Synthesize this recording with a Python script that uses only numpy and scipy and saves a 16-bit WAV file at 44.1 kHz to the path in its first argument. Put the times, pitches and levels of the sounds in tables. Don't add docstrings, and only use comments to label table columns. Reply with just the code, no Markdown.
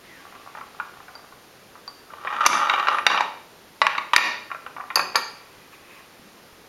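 import sys
import numpy as np
from scipy import signal
from scipy.fft import rfft, irfft, next_fast_len
from scipy.io import wavfile

SR = 44100
rng = np.random.default_rng(int(sys.argv[2]) if len(sys.argv) > 2 else 0)


def output_pcm(signal):
    pcm = np.clip(np.atleast_2d(signal).T, -1, 1) * 32767
    wavfile.write(sys.argv[1], SR, np.round(pcm).astype(np.int16))


N = 294780
TIME = np.arange(N) / SR
RING_TIME = np.arange(SR // 4) / SR

# start, build-up and end in seconds, relative peak level in dB.
HANDLE_STROKES = [(0.0, 0.04, 1.15, -52.5)]
FINGER_SHIFTS = [(0.19, 0.022, 1.42, -44), (2.03, 0.028, 1.98, -36.5), (4.74, 0.016, 4.88, -30.5)]
CUP_DRAGS = [(2.1, 0.31, 2.99, -17.5), (3.1, 0.044, 3.21, -20)]
LEVER_JERKS = [(5.71, 0.017, 5.742, -47.5), (5.2, 0.01, 5.83, -61), (5.62, 0.3, 6.01, -49.5),
               (5, 0.08, 6.44, -55)]

# frequency in Hz, relative level in dB.
SKIN_SPECTRUM = [(600, -9.5), (2200, -2.5), (5000, -13), (15000, -32)]
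SLIP_SPECTRUM = [(300, -17.5), (750, 6.5), (980, -5), (1130, 6.5), (1450, 0.5), (2300, -7.5), (3800, -6.5),
                 (6500, -5), (12000, -9.5)]
PISTON_SPECTRUM = [(500, -43), (1100, 3.5), (1450, -6), (1900, 2.5), (2200, -2), (2480, 5), (2900, -5),
                   (5000, -18), (14000, -23)]
ROOM_TONE_SPECTRUM = [(20, -16), (60, -7), (130, -4), (300, -2), (430, 0), (640, -4), (1300, -5.5),
                      (2500, -10), (5000, -13), (8500, -20.5), (12000, -17.5), (16000, -28.5)]
REVERB_SPECTRUM = [(100, -7), (190, 9.5), (450, 2.5), (1100, -3.5), (2500, -2), (5000, -4.5), (12000, -2)]

# frequency in Hz, relative level in dB, 60 dB decay time in seconds.
TRAY_MODES = [(620, -21.5, 0.012), (829, -13, 0.031), (1017, -3.5, 0.017), (1142, -2, 0.019),
              (1354, -4, 0.02), (1553, -6.5, 0.015), (1885, -4, 0.014), (2360, -2.5, 0.011),
              (2787, -3.5, 0.009), (3803, -5.5, 0.0067), (4614, -26.5, 0.04), (4885, -16, 0.0068),
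              (5710, -12.5, 0.0039), (7270, -39, 0.021), (9300, -24, 0.0051), (11230, -25.5, 0.035),
              (12220, -22.5, 0.0017)]
FRAME_MODES = [(817, -5, .25), (960, -2, .3), (1065, -2, .3), (1110, 2, .25), (1171, -1, .25),
               (1238, -3, .3), (1340, -2, .3), (1432, -2, .3), (1592, -1, .3), (1841, 1, .3),
               (2320, -4, .25), (2544, -3, .25), (3703, -6, .18), (4650, -4, .22)]
CUP_MODES = [(4452, -5, .05), (4590, -4, .04), (4672, -1, .055), (4825, -4, .04), (5090, -5, .03),
             (6130, -11, .03), (6550, -8, .02), (7130, -13, .03), (10115, -11, .06), (10260, -12, .03),
             (12270, -10, .05), (12420, -10, .05), (12640, -11, .04)]

# start in seconds, rms of the first 10 ms in dB.
FOOT_KNOCKS = [(0.351, -42), (0.55, -35.5), (0.572, -36.5), (0.584, -39), (0.611, -34), (0.7992, -28.5),
               (1.002, -42.5), (1.082, -42), (1.153, -41), (1.322, -45), (1.754, -43.5), (1.878, -38),
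               (2.102, -41.5), (2.136, -36), (2.249, -30.5), (2.273, -23.5), (2.326, -28.5), (2.345, -30),
               (2.454, -18.5), (2.53, -19.5), (2.697, -15.5), (2.737, -18.5), (2.798, -24), (2.871, -20.5),
               (2.884, -15.5), (2.985, -20.5), (3.066, -8), (3.101, -16), (3.115, -18.5), (3.176, -19),
               (3.207, -15), (3.817, -11), (3.867, -12), (3.951, -27), (3.98, -20), (4.1343, -11.5),
               (4.163, -4.5), (4.18, -7.5), (4.502, -36), (4.515, -26.5), (4.547, -32.5), (4.664, -32),
               (4.765, -33), (4.809, -34), (4.903, -28), (4.959, -20), (4.972, -19), (4.994, -18),
               (5.147, -30), (5.1555, -15), (5.166, -21)]
# start in seconds, peak in dB, frequency in Hz, 60 dB decay time in seconds.
MODE_PINGS = [(0.8, -20, 1440, 0.054), (1.153, -34.5, 4700, 0.065), (1.878, -26.5, 4660, 0.056),
              (2.463, -1, 1213, 0.038), (2.463, -4, 6024, 0.014), (2.698, -12, 3800, 0.021),
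              (3.067, -3, 3720, 0.027), (3.07, -14, 4630, 0.03), (3.817, -6, 1974, 0.032),
              (4.163, 2, 1805, 0.019)]
# start in seconds, peak in dB.
LOW_THUDS = [(0.987, -48), (1.34, -41), (2.466, -26.5), (5.581, -40), (6.197, -38), (6.527, -38)]
# start and end in seconds, pitch in Hz, level at the crest in dB.
HIGH_TONES = [(2.454, 2.627, 10330, -49), (2.535, 3.0, 13900, -65), (2.885, 3.05, 10870, -58)]
# start in seconds, rms of the first 10 ms in dB, hardness in dB per octave.
CUP_CLINKS = [(4.164, -12.5, -4), (4.957, -14, -4), (5.158, -16.5, -4)]
# frequency in Hz, 60 dB decay time in seconds.
REVERB_DECAY = [(200, 0.66), (550, 0.59), (1400, 0.5), (4500, 0.55), (7000, 0.45), (12000, 0.3)]


def amp(db):
    return 10 ** (np.asarray(db) / 20)


def unit(x):
    return x / np.sqrt(np.mean(x ** 2) + 1e-20)


def along(curve, hz):
    points_hz, values = np.transpose(curve)
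    return np.interp(np.log(hz + 1), np.log(points_hz + 1), values)


def filtered(x, response):
    size = next_fast_len(len(x) + 8192)
    return irfft(rfft(x, size) * response(np.fft.rfftfreq(size, 1 / SR)), size)[:len(x)]


def noise(spectrum):
    return unit(filtered(rng.standard_normal(N), lambda hz: amp(along(spectrum, hz))))


def add(track, start, sound):
    slot = track[round(start * SR):][:len(sound)]
    slot += sound[:len(slot)]


def swell(strokes, rise_db=32, ease_db_per_s=6.5, stop_db_per_s=600):
    level = np.full(N, -120.0)
    for start, build_s, end, db in strokes:
        rising = rise_db * np.minimum((TIME - start) / build_s - 1, 0)
        easing = ease_db_per_s * np.maximum(TIME - start - build_s, 0)
        stopping = stop_db_per_s * np.maximum(TIME - end, 0)
        level = np.maximum(level, db + rising - easing - stopping)
    return amp(level)


def damped_sine(hz, db, t60):
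    return amp(db - 60 * RING_TIME / t60) * np.sin(2 * np.pi * hz * RING_TIME)


def ring(modes, hardness=0, corner_hz=1000, scatter_db=0):
    hz, db, t60 = np.transpose(modes)[:, :, None]
    tilt_db = hardness * np.clip(np.log2(hz / corner_hz), 0, 2)
    db = db + tilt_db + scatter_db * rng.standard_normal(hz.shape)
    sign = rng.choice([-1, 1], hz.shape)
    return np.sum(sign * damped_sine(hz, db, t60), axis=0)


def radiated(x, low_hz, high_hz):
    band = signal.butter(2, [low_hz, min(high_hz, SR / 3)], "bandpass", fs=SR, output="sos")
    return signal.sosfilt(band, x)


def blow(body, chatter, chatter_t60):
    force = chatter * rng.standard_normal(len(RING_TIME)) * amp(-60 * RING_TIME / chatter_t60)
    force[0] = 1
    sound = signal.fftconvolve(force, body)[:len(RING_TIME)]
    return sound / np.sqrt(np.mean(sound[:SR // 100] ** 2))


def handle_brush():
    return swell(HANDLE_STROKES) * noise(SKIN_SPECTRUM)


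def squeak(start=0.06, length_s=0.19, db=-48, start_hz=2160, fall_hz_per_s=3700):
    age = np.clip(TIME - start, 0, length_s)
    waver = 1 + 0.035 * noise([(150, 0), (600, -40)])
    pitch_hz = (start_hz - fall_hz_per_s * age) * waver
    envelope = amp(db) * np.sin(np.pi * age / length_s)
    return envelope * np.sin(2 * np.pi * np.cumsum(pitch_hz) / SR)


def scrape(strokes, slips_per_s, spread_db, hardness):
    slips = rng.random(N) < slips_per_s / SR
    strength = amp(spread_db * np.clip(rng.standard_normal(N), -2, 2))
    sign = rng.choice([-1, 1], N)
    force = filtered(slips * strength * sign, lambda hz: amp(along(SLIP_SPECTRUM, hz)))
    tray = ring(TRAY_MODES, hardness, corner_hz=1090, scatter_db=0.5)
    body = radiated(tray, low_hz=477, high_hz=11000)
    return swell(strokes) * unit(signal.fftconvolve(force, body)[:N])


def press_frame(contacts):
    body = ring(FRAME_MODES)
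    return signal.fftconvolve(contacts, body / np.abs(rfft(body)).max())[:N]


def knocks(neutral_db=-11.5, hardness_per_db=0.5, tap_chatter=0.13):
    out = np.zeros(N)
    taps = [(start, db, hardness_per_db * (db - neutral_db), tap_chatter) for start, db in FOOT_KNOCKS]
    edge_catch = (2.464, -7.5, 14.7, 0.75)
    for start, db, hardness, chatter in taps + [edge_catch]:
        cutoff_hz = 8000 * 2 ** (np.clip(hardness, -14, 2) / 8)
        tray = ring(TRAY_MODES, hardness, corner_hz=1500, scatter_db=1.5)
        body = radiated(tray, low_hz=492, high_hz=cutoff_hz)
        add(out, start, amp(db) * blow(body, chatter, chatter_t60=0.044))
    return out


def pings():
    out = np.zeros(N)
    for start, db, hz, t60 in MODE_PINGS:
        add(out, start, radiated(damped_sine(hz, db, t60), low_hz=hz / 2, high_hz=2 * hz))
    return out


def thuds(thud_hz, t60):
    out = np.zeros(N)
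    for start, db in LOW_THUDS:
        hz = thud_hz * np.exp(0.29 * rng.standard_normal())
        add(out, start, damped_sine(hz, db, t60))
    return out


def high_tones(width_hz):
    out = np.zeros(N)
    for start, end, pitch_hz, db in HIGH_TONES:
        hiss = rng.standard_normal(N)
        tone = unit(filtered(hiss, lambda hz: 1 / (1 + ((hz - pitch_hz) / width_hz) ** 2)))
        progress = np.clip((TIME - start) / (end - start), 0, 1)
        out += amp(db) * tone * np.sin(np.pi * progress)
    return out


def clinks():
    out = np.zeros(N)
    for start, db, hardness in CUP_CLINKS:
        cups = ring(CUP_MODES, hardness, corner_hz=4860, scatter_db=1.5)
        tick = 0.077 * rng.standard_normal(len(RING_TIME)) * amp(-60 * RING_TIME / 0.015)
        body = radiated(cups + tick, low_hz=1200, high_hz=12600)
        add(out, start, amp(db) * blow(body, chatter=0.022, chatter_t60=0.034))
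    return out


def lever_slide():
    return swell(LEVER_JERKS) * noise(PISTON_SPECTRUM)


def kitchen(x, gap_s, build_s):
    wet, step = np.zeros(N), SR // 3
    for start in range(0, N, step):
        hz, age, bands = signal.stft(rng.standard_normal(SR), SR, nperseg=256)
        decay = amp(-60 * age / along(REVERB_DECAY, hz)[:, None])
        tail = signal.istft(bands * decay, SR, nperseg=256)[1]
        tail *= np.clip((np.arange(len(tail)) / SR - gap_s) / build_s, 0, 1)
        add(wet, start / SR, signal.fftconvolve(x[start:start + step], tail / np.linalg.norm(tail)))
    return filtered(wet, lambda hz: amp(along(REVERB_SPECTRUM, hz)))


def limiter(x, ceiling_db, release_db_per_s, attack_s):
    over_db = np.maximum(20 * np.log10(np.abs(x) + 1e-9) - ceiling_db, 0)
    climb_db = release_db_per_s * TIME
    duck_db = np.maximum.accumulate(over_db + climb_db) - climb_db
    pole = np.exp(-1 / (attack_s * SR))
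    return x * amp(-signal.lfilter([1 - pole], [1, -pole], duck_db))


def scene():
    long_drag = amp(-5) * scrape(CUP_DRAGS[:1], slips_per_s=550, spread_db=4.0, hardness=-1.1)
    short_drag = amp(-5) * scrape(CUP_DRAGS[1:], slips_per_s=600, spread_db=5.0, hardness=0.58)
    shifting = amp(-6.5) * scrape(FINGER_SHIFTS, slips_per_s=63, spread_db=5.5, hardness=-10.5)
    contacts = shifting + knocks() + pings() + long_drag + short_drag + clinks()
    rubbing = handle_brush() + lever_slide()
    close = contacts + amp(-1) * press_frame(contacts) + rubbing
    close += high_tones(width_hz=100) + squeak() + thuds(thud_hz=142, t60=0.017)
    reverb = amp(-6) * kitchen(close, gap_s=0.0013, build_s=0.018)
    room_tone = amp(-50) * noise(ROOM_TONE_SPECTRUM)
    return (close + reverb + room_tone)[None]


def record(dry):
    notch_hz, width_hz, depth_db, top_hz = 7900, 290, 16, 16150
    limited = limiter(dry[0], ceiling_db=-3.5, release_db_per_s=124, attack_s=0.0024)
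    clipped = np.clip(limited, -1, 1)
    notched = filtered(clipped, lambda hz: amp(-depth_db * np.exp(-((hz - notch_hz) / width_hz) ** 2)))
    return filtered(notched, lambda hz: hz < top_hz)[None]


dry = scene()
out = record(dry)
output_pcm(out)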